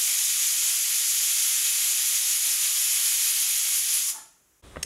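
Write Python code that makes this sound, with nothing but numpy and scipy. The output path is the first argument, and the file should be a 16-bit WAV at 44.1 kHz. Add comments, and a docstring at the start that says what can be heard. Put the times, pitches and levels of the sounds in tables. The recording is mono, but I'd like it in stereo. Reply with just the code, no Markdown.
"""Pressure cooker venting in a tiled kitchen

A turbulent steam jet, filtered noise with narrow peaks and dips, hisses loudly and flutters under a rocking weight.
The weight settles with a short hollow gasp of resonant noise; reflections die away over rumble and a thin leak.
Then the background turns abruptly louder and duller, by a short fade between steady noises.
A soft double knock and one sharp, chattering clink follow, each built from decaying modes and noise bursts."""
import sys
import numpy as np
from scipy import signal
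from scipy.fft import rfft, irfft
from scipy.io import wavfile

SR = 44100
rng = np.random.default_rng(int(sys.argv[2]) if len(sys.argv) > 2 else 0)


def persist_wave(psi):
    """Save psi, clipped to +-1, as 16-bit WAV."""
    counts = np.round(np.clip(psi, -1, 1) * 32767).astype(np.int16)
    wavfile.write(sys.argv[1], SR, np.atleast_2d(counts).T)


N = 214193
TIME = np.arange(N) / SR
BINS = np.fft.rfftfreq(N, 1 / SR)

# Relative spectra of room rumble, leaking pot and later background: frequency_hz, density_db (dB per Hz)
RUMBLE_COLOUR = [(15, -24), (28, -9), (44, 3), (62, 0), (77, -0.5), (95, -4.5), (160, -0.5), (260, -7.5),
                 (600, -19), (3000, -60)]
LEAK_COLOUR = [(100, -25), (200, -12), (280, -0.5), (400, -3.5), (520, -9), (1400, -8), (2500, -11.5),
               (4600, -15.5), (6800, -3.5), (8500, -11), (11000, -7), (15500, -16)]
LATER_COLOUR = [(15, -41), (25, -10), (79, -4.5), (148, -15.5), (421, -13), (826, -22), (1140, -20),
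                (1490, -25), (3090, -28.5), (3340, -23), (3930, -27), (4380, -33), (9300, -30.5),
                (15500, -48)]
# Channel balance of the later background: frequency_hz, left_minus_right_db
LATER_LEAN = [(30, 7), (80, -1), (160, 4), (300, -3.5)]
CHANGE_S = 4.621  # when the background changes

# Decay of the tile reflections: frequency_hz, t60_s
REFLECTION_DECAY = [(200, 0.22), (1400, 0.57), (4000, 0.5), (7000, 0.46), (11000, 0.42), (15000, 0.27)]

# Touches of the chattering clink: start_s, level_db
CLINK_TOUCHES = [(4.8286, -19), (4.8304, -12.5), (4.8319, -21)]
# Modes of the small hard thing: pitch_hz, level_db, t60_s
CLINK_MODES = [(2000, -16, 0.023), (3149, -31, 0.015), (5540, 2.5, 0.018), (6420, 4.5, 0.032),
               (6420, -11, .2), (7490, -6, 0.026), (8190, -6, 0.038), (12200, -22, .012)]
# Soft blows: start_s, level_db, contact_s, left_minus_right_db
KNOCK_BLOWS = [(4.7596, -29, 0.00037, 7), (4.7688, -21.5, .0011, 5.5)]
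# Modes of the knocked body: pitch_hz, level_db, t60_s
KNOCK_MODES = [(72.7, -5, 0.23), (160, -10.5, 0.14), (265, -9, 0.061), (590, 4.5, 0.013),
               (1180, -2.5, 0.021), (1700, -4, 0.014), (2450, -20, .008)]

# Hollow resonances woken as the weight settles: pitch_hz, half_width_hz, level_db, loudest_s, spread_s
HOLLOW_RESONANCES = [(304, 100, -64, 4.18, 0.054), (680, 77, -63.5, 4.17, 0.12),
                     (870, 33, -49.5, 4.175, 0.038), (1110, 86, -54.5, 4.125, 0.081),
                     (1360, 60, -56.5, 4.17, 0.085), (1720, 87, -57, 4.18, 0.049),
                     (2090, 60, -68, 4.17, .05)]

# Relative spectrum of the jet: frequency_hz, density_db (dB per Hz)
JET_COLOUR = [(120, -72), (200, -41), (497, -34.5), (1380, -20.5), (1740, -17.5), (1840, -15), (2560, -9),
              (2750, -11), (3180, -6.5), (5110, -8), (6830, -1), (8500, -7), (10200, -1), (11400, -3),
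              (15500, -19)]
# Narrow peaks and dips that fixed reflections leave in the hiss: frequency_hz, lift_db
REFLECTION_RIPPLE = [(689, 3.5), (883, 3), (1227, 3.5), (1378, 3), (1895, 1.5), (2089, 1), (2218, 3),
                     (2541, 2), (2929, 2), (4802, 2.0), (6395, -1.5), (6697, 4.5), (7084, 6), (7558, 0),
                     (7989, -10), (8398, 4), (9647, 5.5), (9905, 4), (10271, 0), (10508, 4), (10939, 5.5),
                     (11822, 6.5)]
# Likeness of the jet at left and right: frequency_hz, likeness (0 to 1)
JET_LIKENESS = [(100, 0.93), (700, 0.89), (3200, 0.81), (4200, 0.15), (5000, 0.97), (7000, 0.99),
                (8000, 0.13), (9500, 0.47), (15000, 0.52)]
# Phase between the two microphones: frequency_hz, left_lead_rad
JET_LEAD = [(0, 0), (2930, -0.3), (3880, -1.5), (4820, -0.3), (5430, -0.5), (7150, -1.3), (8350, -0.8),
            (8960, -2.3), (10600, -1.5), (11800, 0.5), (14700, -1.7), (16100, -1.6)]
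# Channel balance of the jet: frequency_hz, left_minus_right_db
JET_LEAN = [(60, -4), (95, -2), (150, 0), (240, -3), (380, -2.5), (600, -0.5), (950, -1.5), (1500, -3.5),
            (2380, -2.5), (3770, -3), (5980, -4.5), (9470, -5.0), (15000, -2)]
# Slow drift of the steam pressure, before the jet's overall gain: time_s, relative_level_db
PRESSURE_DRIFT = [(0, -22), (.85, -23), (1.35, -22), (2.0, -23), (2.6, -23), (3.2, -22.5), (3.6, -23.5),
                  (3.85, -26), (4.1, -24.5)]
# Higher lifts of the weight, each letting out a spurt: centre_s, half_length_s, lift_db
SPURTS = [(.68, .05, 0.9), (3.765, .05, 2.5), (3.942, 0.038, 4), (4.097, 0.011, 2)]

# The rocking builds up and dies down
ROCK_HZ, ROCK_DB, ROCK_WIDEST_S, ROCK_SPREAD_S = 6.4, 0.9, 2.64, 0.64
# Low and top parts of the hiss: initial level, share of the gap's dB swing, slow growth
THROATY_DB, THROATY_SWING, THROATY_DB_PER_S = -0.97, 0.87, 0.32
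FINE_DB, FINE_SWING, FINE_DB_PER_S = -1.22, 1.23, 0.55
# The sinking weight thins both ends of the hiss
SINK_S, THROATY_SINK_DB_PER_S, FINE_SINK_DB_PER_S = 3.972, 48, 27
SHUT_S, SHUT_FALL_S = 4.106, 0.017  # when the vent closes, and the time constant of the jet's decay

EDGE_HZ = 15780  # upper limit of the output band


def gain_of(db):
    """Logarithmic level: decibels to an amplitude ratio."""
    return 10 ** (np.asarray(db) / 20)


def evened(x):
    """Power normalization: a signal scaled to rms 1."""
    return x / np.sqrt(np.mean(x ** 2) + 1e-20)


def read(points, hz):
    """Linear interpolation of a table along a log-frequency axis."""
    f, value = np.transpose(points)
    return np.interp(np.log(hz + 1), np.log(f + 1), value)


def panned(lean_db):
    """Level-difference stereo: left and right gains sharing the difference equally in dB."""
    return gain_of(np.array([[.5], [-.5]]) * lean_db)


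def add(mix, s, sound):
    """Superposition: a two-channel sound summed into the mix at time s."""
    part = mix[:, round(s * SR):][:, :sound.shape[1]]
    part += sound[:, :part.shape[1]]


def noise_pair(same):
    """Partial coherence: spectra of two white noises sharing a common component."""
    left, other = rfft(rng.standard_normal((2, N)))
    same = np.clip(same, 0, 1)
    right = same * left + np.sqrt(1 - same ** 2) * other
    return np.array([left, right])


def wobble(slow_hz, fast_hz):
    """Band-limited random modulation of rms 1 between two rates."""
    band = BINS / (BINS + slow_hz) / (1 + (BINS / fast_hz) ** 2)
    return evened(irfft(rfft(rng.standard_normal(N)) * band, N))


def ring(modes, count=8000):
    """Modal superposition: a struck body as a sum of exponentially decaying sines."""
    t = np.arange(count) / SR
    return sum(gain_of(db - 60 * t / t60) * np.sin(2 * np.pi * hz * t) for hz, db, t60 in modes)


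def rush(colour, same, lean_db=0):
    """Stationary noise: two channels of overall rms 1 with a given spectrum."""
    spectrum = noise_pair(same) * gain_of(read(colour, BINS))
    return evened(irfft(spectrum * panned(lean_db), N))


def background(rumble_db=-74.5, leak_db=-64, later_db=-47):
    """Steady noise sources: rumble and the simmering, leaking pot give way to a louder, duller rush."""
    rumble = gain_of(rumble_db) * rush(RUMBLE_COLOUR, same=0.85)
    leak = gain_of(leak_db) * rush(LEAK_COLOUR, same=0.57, lean_db=-2.0)
    later = gain_of(later_db) * rush(LATER_COLOUR, same=0.21, lean_db=read(LATER_LEAN, BINS))
    fade_out = np.clip((CHANGE_S - TIME) / 0.016, 0, 1)
    fade_in = np.clip((TIME - CHANGE_S) / 0.02, 0, 1)
    return (rumble + leak) * fade_out + later * fade_in


def tail(size=20, count=180):
    """Diffuse reverberation: dense reflections off tiles, each band decaying at its own rate."""
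    taps = np.zeros((2, SR))
    # one reflection of random sign in each slot of `size` samples, from sample `count` onwards
    starts = np.arange(count, SR - size, size)
    at = starts + rng.integers(0, size, (2, len(starts)))
    np.put_along_axis(taps, at, rng.choice([-1., 1.], at.shape), 1)
    hz, t, z = signal.stft(taps, SR, nperseg=256)
    decay = gain_of(-60 * t / read(REFLECTION_DECAY, hz)[:, None])
    echoes = signal.istft(z * decay, SR)[1]
    return echoes / np.linalg.norm(echoes[0])


def kitchen(x, wet_db, drift_hz=.9, count=3):
    """Time-varying reverberation: as hot air moves, several tails take turns at constant total power."""
    wet = 0
    for k in range(count):
        turn = np.sqrt(2 / count) * np.cos(np.pi * (drift_hz * TIME + k / count))
        wet = wet + signal.fftconvolve(x * turn, tail(), axes=1)[:, :N]
    return (x + gain_of(wet_db) * wet) / np.hypot(1, gain_of(wet_db))


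def clink(crack_db=-4, crack_s=0.0025, lean_db=-6):
    """Repeated impact: something small and hard chatters, each touch a noise crack and a modal ring."""
    out, tone = np.zeros((2, N)), ring(CLINK_MODES)
    fade = np.exp(-np.arange(len(tone)) / SR / crack_s)
    bright = signal.butter(4, [1600, 11500], "band", fs=SR, output="sos")
    for s, db in CLINK_TOUCHES:
        crack = signal.sosfilt(bright, rng.standard_normal((2, len(tone))) * fade)
        touch = tone / abs(tone).max() + gain_of(crack_db) * crack
        add(out, s, gain_of(db) * touch * panned(lean_db))
    return out


def knocks(puff_db=-5, puff_s=0.0029, puff_hz=1900):
    """Contact-time filtering: two dull blows with a noise scuff; longer contact favours lower modes."""
    out, body = np.zeros((2, N)), ring(KNOCK_MODES)
    t = np.arange(len(body)) / SR
    dull = signal.butter(4, puff_hz, fs=SR, output="sos")
    for s, db, contact, lean_db in KNOCK_BLOWS:
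        u = t / contact * 2
        push = (1 - u) * np.exp(-u)
        blow = signal.fftconvolve(body, push)[:len(t)]
        puff = evened(signal.sosfilt(dull, rng.standard_normal(len(t)))) * np.exp(-t / puff_s)
        knock = blow / abs(blow).max() + gain_of(puff_db) * puff
        add(out, s, gain_of(db) * knock * panned(lean_db))
    return out


def gasp():
    """Flow-excited resonance: slow steam swells several hollow resonances almost together, 1110 Hz first."""
    out = 0
    for hz, width, db, s, spread in HOLLOW_RESONANCES:
        moan = irfft(noise_pair(0.9) / (1 + ((BINS - hz) / width) ** 2), N)
        swell = np.exp(-((TIME - s) / spread) ** 2)
        out = out + evened(moan) * gain_of(db) * swell
    return out


def gap():
    """Flow modulation by the weight's opening, in dB: a steady rocking and a few higher lifts."""
    t = TIME - ROCK_WIDEST_S
    rocking = ROCK_DB * np.exp(-(t / ROCK_SPREAD_S) ** 2) * np.cos(2 * np.pi * ROCK_HZ * t)
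    return rocking + sum(db * np.exp(-((TIME - s) / length) ** 2) for s, length, db in SPURTS)


def jet_spectrum(ripple_width_hz=65):
    """Turbulence noise coloured by a fixed reflection ripple, with channel level and phase differences."""
    ripple_db = sum(db * np.exp(-((BINS - hz) / ripple_width_hz * 2) ** 2) for hz, db in REFLECTION_RIPPLE)
    z = noise_pair(read(JET_LIKENESS, BINS)) * gain_of(read(JET_COLOUR, BINS) + ripple_db)
    lead = np.exp(np.array([[.5j], [-.5j]]) * read(JET_LEAD, BINS))
    return z * panned(read(JET_LEAN, BINS)) * lead


def jet(level_db=1.16, flutter_db=0.35, patchy_db=0.58):
    """Modulated turbulent jet: the rocking weight makes the steam flutter, then shuts it off."""
    z = jet_spectrum()
    # the width of the gap shifts the balance between large and small eddies
    gap_db = gap()
    sinking = np.maximum(np.minimum(TIME, SHUT_S) - SINK_S, 0)
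    throaty_db = THROATY_DB + THROATY_DB_PER_S * TIME + THROATY_SWING * gap_db
    throaty_db = throaty_db - THROATY_SINK_DB_PER_S * sinking
    fine_db = FINE_DB + FINE_DB_PER_S * TIME + FINE_SWING * gap_db
    fine_db = fine_db - FINE_SINK_DB_PER_S * sinking
    # crossover weights by frequency
    low = read([(4000, 1), (5800, 0)], BINS)
    top = read([(8000, 0), (9800, 1)], BINS)
    hiss = 0
    for band, db in [(low, throaty_db), (1 - low - top, gap_db), (top, fine_db)]:
        band_db = db + patchy_db * wobble(slow_hz=3.1, fast_hz=20)
        hiss = hiss + irfft(z * band, N) * gain_of(band_db)
    flow_db = np.interp(TIME, *np.transpose(PRESSURE_DRIFT)) + flutter_db * wobble(slow_hz=4, fast_hz=14)
    shut = np.exp(-np.maximum(TIME - SHUT_S, 0) / SHUT_FALL_S)
    return evened(hiss) * gain_of(level_db + flow_db) * shut


def scene():
    """Superposition of the background, the reverberant small hits and the reverberant steam."""
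    hits = kitchen(knocks() + clink(), wet_db=-9.5)
    steam = kitchen(jet() + gasp(), wet_db=-6.0)
    return background() + hits + steam


def record(dry):
    """Band limitation: the recorder's upper edge as a linear-phase low-pass filter."""
    low_pass = signal.firwin(1023, EDGE_HZ, window=("kaiser", 9), fs=SR)
    return signal.oaconvolve(dry, low_pass[None], "same")


dry = scene()
out = record(dry)
persist_wave(out)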